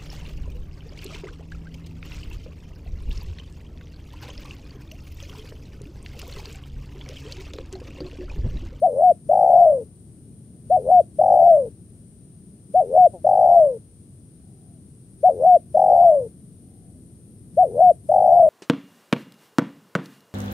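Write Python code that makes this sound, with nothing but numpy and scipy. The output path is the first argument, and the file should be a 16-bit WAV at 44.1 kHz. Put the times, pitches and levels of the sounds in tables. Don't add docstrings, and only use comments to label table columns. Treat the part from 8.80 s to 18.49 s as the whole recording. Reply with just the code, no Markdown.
import sys
import numpy as np
from scipy import signal
from scipy.fft import rfft, irfft
from scipy.io import wavfile
from scipy.ndimage import uniform_filter1d, minimum_filter1d

SR = 44100
rng = np.random.default_rng(int(sys.argv[2]) if len(sys.argv) > 2 else 0)


def wrap_up_sound(samples):
    columns = np.atleast_2d(samples).T
    tamed = np.clip(columns, -1, 1)
    steps = np.round(tamed * 32767).astype(np.int16)
    wavfile.write(sys.argv[1], SR, steps)


N = 427329
TIME = np.arange(N) / SR


def doves(octave_db=-29.5, whistle_db=-53.5):
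    # start, purr start, purr end and end in seconds, drive of the first and second coo in dB,
    # slack at the bottom of the purr (0 is taut).
    double_coos = [(0.014, 0.065, .229, .329, -7.8, -6.5, .75), (1.895, 1.969, 2.110, 2.219, -8.3, -5.5, 1),
                   (3.936, 4.006, 4.173, 4.283, -7.5, -4.8, 1), (6.427, 6.490, 6.657, 6.780, -5, -5.2, 1),
                   (8.766, 8.835, 9.014, 9.125, -6, -5.2, 1.04)]
    # start, fall start and end in seconds, drive in dB, first flutter rate per second,
    # seconds for that rate to double. The two faint rows are the far dove.
    long_coos = [(0.487, 0.823, 1.04, -4.5, 49.6, 0.29), (2.383, 2.685, 2.892, -4.5, 42.6, 0.25),
                 (4.439, 4.757, 4.98, -4.5, 45, 0.29), (5.6, 5.923, 6.1, -58, 35, 0.27),
                 (6.94, 7.251, 7.48, -4.5, 41.8, .252), (7.81, 8.105, 8.29, -58.5, 43, .3),
                 (9.286, 9.591, 9.84, -4.5, 43.4, 0.26)]
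    notes = sum(double_coo(*row) for row in double_coos) + sum(long_coo(*row) for row in long_coos)
    tone, octave, whistle, rasp_strength = notes
    voice = throat(tone + from_db(octave_db) * octave + grunt())
    breath = bill_air(tone, rasp_strength)
    return (voice + field(voice) + from_db(whistle_db) * whistle + breath) * pan(left_db=3.6)


def double_coo(start, purr_begins, purr_ends, end, first_db, second_db, sag_depth):
    taut_hz, slack_hz, slack_db, droop_hz = 737.3, 310.3, 12, 65
    rise_s, drop_s, drop_db = .034, .032, 3
    purr_per_s, purr_edge_s, purr_depth, purr_swing_hz, purr_push_db = 84, .007, .81, 109, 1.5
    t = TIME[(TIME > start) & (TIME < end)]
    progress = (t - purr_begins) / (purr_ends - purr_begins)
    through_purr = ramp(progress)
    through_second = ramp((t - purr_ends) / (end - purr_ends))
    purring = ramp(1 + np.minimum(t - purr_begins, purr_ends - t) / purr_edge_s) ** .5
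    onset = ramp(1 - (t - start) / rise_s) ** 2
    sag = sag_depth * np.sin(np.pi * through_purr ** .8)
    drop = ramp(1 - (end - t) / drop_s) ** 1.9
    slack = onset + sag + drop
    pitch = taut_hz - slack_hz * slack - droop_hz * through_second ** 2
    push_db = (second_db - first_db + purr_push_db * purring) * through_purr
    drive_db = first_db + push_db - slack_db * slack - drop_db * drop
    count = np.round(purr_per_s * (purr_ends - purr_begins))
    flutters = count * (progress - .091 * np.sin(2 * np.pi * progress) / (2 * np.pi))
    swing = purr_swing_hz * purring * (1 - .64 * sag)
    return syrinx(t, pitch, drive_db, purr_depth * purring, swing, flutters)


def long_coo(start, fall_begins, end, level_db, first_rate, doubling_s):
    trill_hz, fastest_per_s, swell_db = 712.5, 100, .5
    slow_depth, fast_depth, slow_swing_hz, fast_swing_hz = .96, .48, 300.6, 45
    scoop_s, scoop_hz, scoop_db = .038, 157, 14
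    fall_hz, fall_db = 286, 19
    t = TIME[(TIME > start) & (TIME < end)]
    rate = np.minimum(first_rate * (1 + ((t - start) / doubling_s) ** 2.5), fastest_per_s)
    slow = (fastest_per_s - rate) / (fastest_per_s - first_rate)
    scoop = ramp(1 - (t - start) / scoop_s)
    fall = ramp((t - fall_begins) / (end - fall_begins))
    trilling = 1 - .55 * ramp(2 * fall)
    depth = (fast_depth + (slow_depth - fast_depth) * slow) * trilling * (1 - scoop ** 3)
    swing = (fast_swing_hz + (slow_swing_hz - fast_swing_hz) * slow * (1 - scoop) ** 2) * trilling
    pitch = trill_hz + .3 * swing - scoop_hz * scoop - fall_hz * fall
    drive_db = level_db - swell_db * slow - scoop_db * scoop ** 4.1 - fall_db * fall ** 1.4
    return syrinx(t, pitch, drive_db, depth, swing, np.cumsum(rate) / SR)


def syrinx(t, pitch, drive_db, depth, swing, flutters, wander=.25, jitter=.006, uneven_db=1.4):
    flutter_shape = [(0, 0), (.15, .03), (.3, 1), (.68, .72), (.9, .03), (1, 0)]
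    depth = np.clip(depth, 0, 1)
    flutters = flutters + wander * (1 - depth) * waver(t, per_s=44)
    nearest = np.round(flutters - np.floor(flutters.min())).astype(int)
    slip, strength, looseness = rng.uniform(-1.6, 1, (200, 3))[nearest].T
    closure = ramp(depth * (1 + 1.6 * (1 - depth) * looseness))
    cycle = flutters % 1
    opening = uniform_filter1d(1 - closure * (1 - along(flutter_shape, cycle)[0]), size=36)
    hz = (pitch - swing * np.cos(np.pi * cycle) ** 2) * (1 + jitter * waver(t, per_s=440))
    slips = np.diff(np.floor(flutters), prepend=np.floor(flutters[0])) * np.pi * slip * closure
    smooth_slips = np.convolve(slips, signal.get_window("hann", 100) / 50, "same")
    phase = np.cumsum(2 * np.pi * hz / SR + smooth_slips)
    strength_db = uniform_filter1d(uneven_db * depth * strength, size=256)
    edge_fade = np.sin(np.pi / 2 * ramp(np.minimum(t - t[0], t[-1] - t) / .009)) ** 1.5
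    level = from_db(drive_db + strength_db) * opening * edge_fade
    tone = level * np.sin(phase)
    octave = level ** 1.3 * np.sin(2 * phase)
    whistle = level ** 3 * np.sin(8 * phase)
    rasp_strength = level ** 2 * depth
    note = np.zeros((4, N))
    note[:, np.round(t * SR).astype(int)] = tone, octave, whistle, rasp_strength
    return note


def throat(x, hz=623.5, width_hz=350):
    radius = np.exp(-np.pi * width_hz / SR)
    b = (1 - radius ** 2) / 2 * np.array([1, 0, -1])
    a = [1, -2 * radius * np.cos(2 * np.pi * hz / SR), radius ** 2]
    return signal.lfilter(b, a, signal.lfilter(b, a, x + 1e-18))


def grunt(tilt_db=-6.0):
    # time in seconds, pitch in Hz, level of the fourth harmonic in dB ahead of the throat.
    contour = [(4.32, 192, -73), (4.34, 193, -39), (4.365, 170.5, -41), (4.382, 165, -50.5),
               (4.4, 151, -55.5)]
    pitch, level_db = along(contour, TIME)
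    phase = 2 * np.pi * np.cumsum(pitch) / SR
    buzz = sum(from_db(tilt_db * (k - 4)) * np.cos(k * phase) for k in range(2, 6))
    return buzz * from_db(level_db) * (TIME > contour[0][0]) * (TIME < contour[-1][0])


def bill_air(tone, rasp_strength, air_db=-57.5, rasp_db=-51):
    # frequency in Hz, relative spectral density in dB.
    air_spectrum = [(900, 4), (1300, -1), (1800, -12), (2400, -6), (3400, -13), (4600, -8.5), (5600, -5.5),
                    (5900, 5), (6150, -9.5), (7500, -8.5), (12000, -17)]
    airflow = np.sqrt(np.abs(uniform_filter1d(tone ** 2, size=1024)))
    air = from_db(air_db) * airflow * noise(air_spectrum, likeness=[(1000, 1.0), (6000, .63)])
    rasp = from_db(rasp_db) * uniform_filter1d(rasp_strength, size=3072)
    return air + rasp * noise_band(hz=5440, width_hz=1200)[0]


def field(x, echo_s=.031, echo_db=-34, scatter_db=-37, decay_s=.25):
    t = TIME[:SR // 2]
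    scatter = rng.standard_normal((2, len(t))) * from_db(-60 * t / decay_s) * (t > .008)
    scatter /= np.sqrt(np.sum(scatter ** 2, axis=1, keepdims=True))
    echo = from_db(echo_db) * np.interp(TIME - echo_s, TIME, x, left=0)
    return echo + from_db(scatter_db) * signal.fftconvolve(x[None], scatter, axes=1)[:, :N]


def insects(first_rasp_s=.15, rasp_every_s=.99, rasp_length_s=.27, whine_hz=13848):
    # frequency in Hz, relative spectral density in dB.
    hiss_spectrum = [(1000, -16), (2300, -21), (3500, -20.5), (6000, -19.5), (7400, -22), (8200, -15),
                     (8900, -2), (9300, -0.5), (10300, -16.5), (11100, -16.5), (11900, -25), (15500, -31.5)]
    # time in seconds, level in dB before panning, for the insect that joins with a high buzz.
    buzz_levels = [(5.9, -92), (6.4, -73), (9.6, -69)]
    hiss = from_db(-57) * noise(hiss_spectrum, likeness=[(1000, .0029), (10000, .062)])
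    chorus = signal.sosfiltfilt(signal.butter(2, [7600, 12000], "band", fs=SR, output="sos"), hiss)
    rasping = (TIME - first_rasp_s) % rasp_every_s < rasp_length_s
    rasp = from_db(-73) * uniform_filter1d(1.0 * rasping, size=2048) * noise_band(hz=7830, width_hz=360)
    buzz = from_db(along(buzz_levels, TIME)[0]) * noise_band(hz=11100, width_hz=540)
    whine = from_db(-85) * np.sqrt(2) * np.sin(2 * np.pi * whine_hz * TIME)
    return hiss - chorus + rasp + (chorus + buzz + whine) * pan(left_db=8.5)


def rumble(lowest_hz=44):
    # time in seconds, level in dB before the bass cut and panning.
    drift = [(0, -43.5), (2.2, -41.5), (3.5, -43.5), (5.6, -44), (6.8, -43), (9.6, -42)]
    # frequency in Hz, relative spectral density in dB.
    spectrum = [(15, -63.5), (25, -30), (36, -14), (53, -7), (106, 1), (192, -1.5), (273, -8), (302, -10),
                (340, -11.5), (438, -17.5), (518, -24.5), (714, -30.5), (950, -43.5), (1400, -50.5),
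                (1820, -79), (3080, -120)]
    # frequency in Hz, left-right correlation.
    likeness = [(30, .4), (60, .85), (150, .96), (300, 1), (640, 1), (1000, 0)]
    low = from_db(along(drift, TIME)[0]) * noise(spectrum, likeness)
    bass_cut = signal.butter(3, lowest_hz, "high", fs=SR, output="sos")
    return signal.sosfilt(bass_cut, low) * pan(left_db=2.2)


def noise_gate(x, opens_db=-40, cut_db=3.5, hold_s=.04, fade_s=.061):
    heard = signal.sosfilt(signal.butter(4, 420, "high", fs=SR, output="sos"), x.mean(axis=0))
    quiet = 1.0 * (uniform_filter1d(heard ** 2, size=1024) < from_db(opens_db) ** 2)
    held = minimum_filter1d(quiet, 1 + int(hold_s * SR))
    shut = uniform_filter1d(held, 1 + int(fade_s * SR))
    return x * from_db(-cut_db * shut)


def noise(spectrum, likeness):
    hz = np.arange(N // 2 + 1) * SR / N
    mid, side = rfft(rng.standard_normal((2, N))) * from_db(at_hz(spectrum, hz))
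    alike = np.clip(at_hz(likeness, hz), -1, 1)
    return rms_one(irfft(np.sqrt(1 + alike) * mid + np.sqrt(1 - alike) * side * [[1], [-1]], N))


def noise_band(hz, width_hz):
    band = signal.butter(2, [hz - width_hz / 2, hz + width_hz / 2], "band", fs=SR, output="sos")
    return rms_one(signal.sosfilt(band, rng.standard_normal((2, N))))


def waver(t, per_s):
    knots = np.arange(t[0], t[-1], 1 / per_s)
    return np.interp(t, knots, rng.standard_normal(1000)[:len(knots)])


def along(rows, where):
    first, *columns = np.transpose(rows)
    return [np.interp(where, first, c) for c in columns]


def at_hz(points, hz):
    known_hz, values = np.transpose(points)
    return np.interp(np.log(hz + 1e-9), np.log(known_hz), values)


def pan(left_db):
    return from_db(np.array([[.5], [-.5]]) * left_db)


def from_db(db):
    return 10 ** (np.asarray(db) / 20)


def rms_one(x):
    return x / np.sqrt(np.mean(x ** 2) + 1e-20)


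def ramp(x):
    return np.clip(x, 0, 1)


def scene():
    return doves() + insects() + rumble()


def record(dry, cutoff_hz=15700):
    return signal.sosfilt(signal.ellip(10, .1, 80, cutoff_hz, fs=SR, output="sos"), noise_gate(dry))


dry = scene()
out = record(dry)
wrap_up_sound(out)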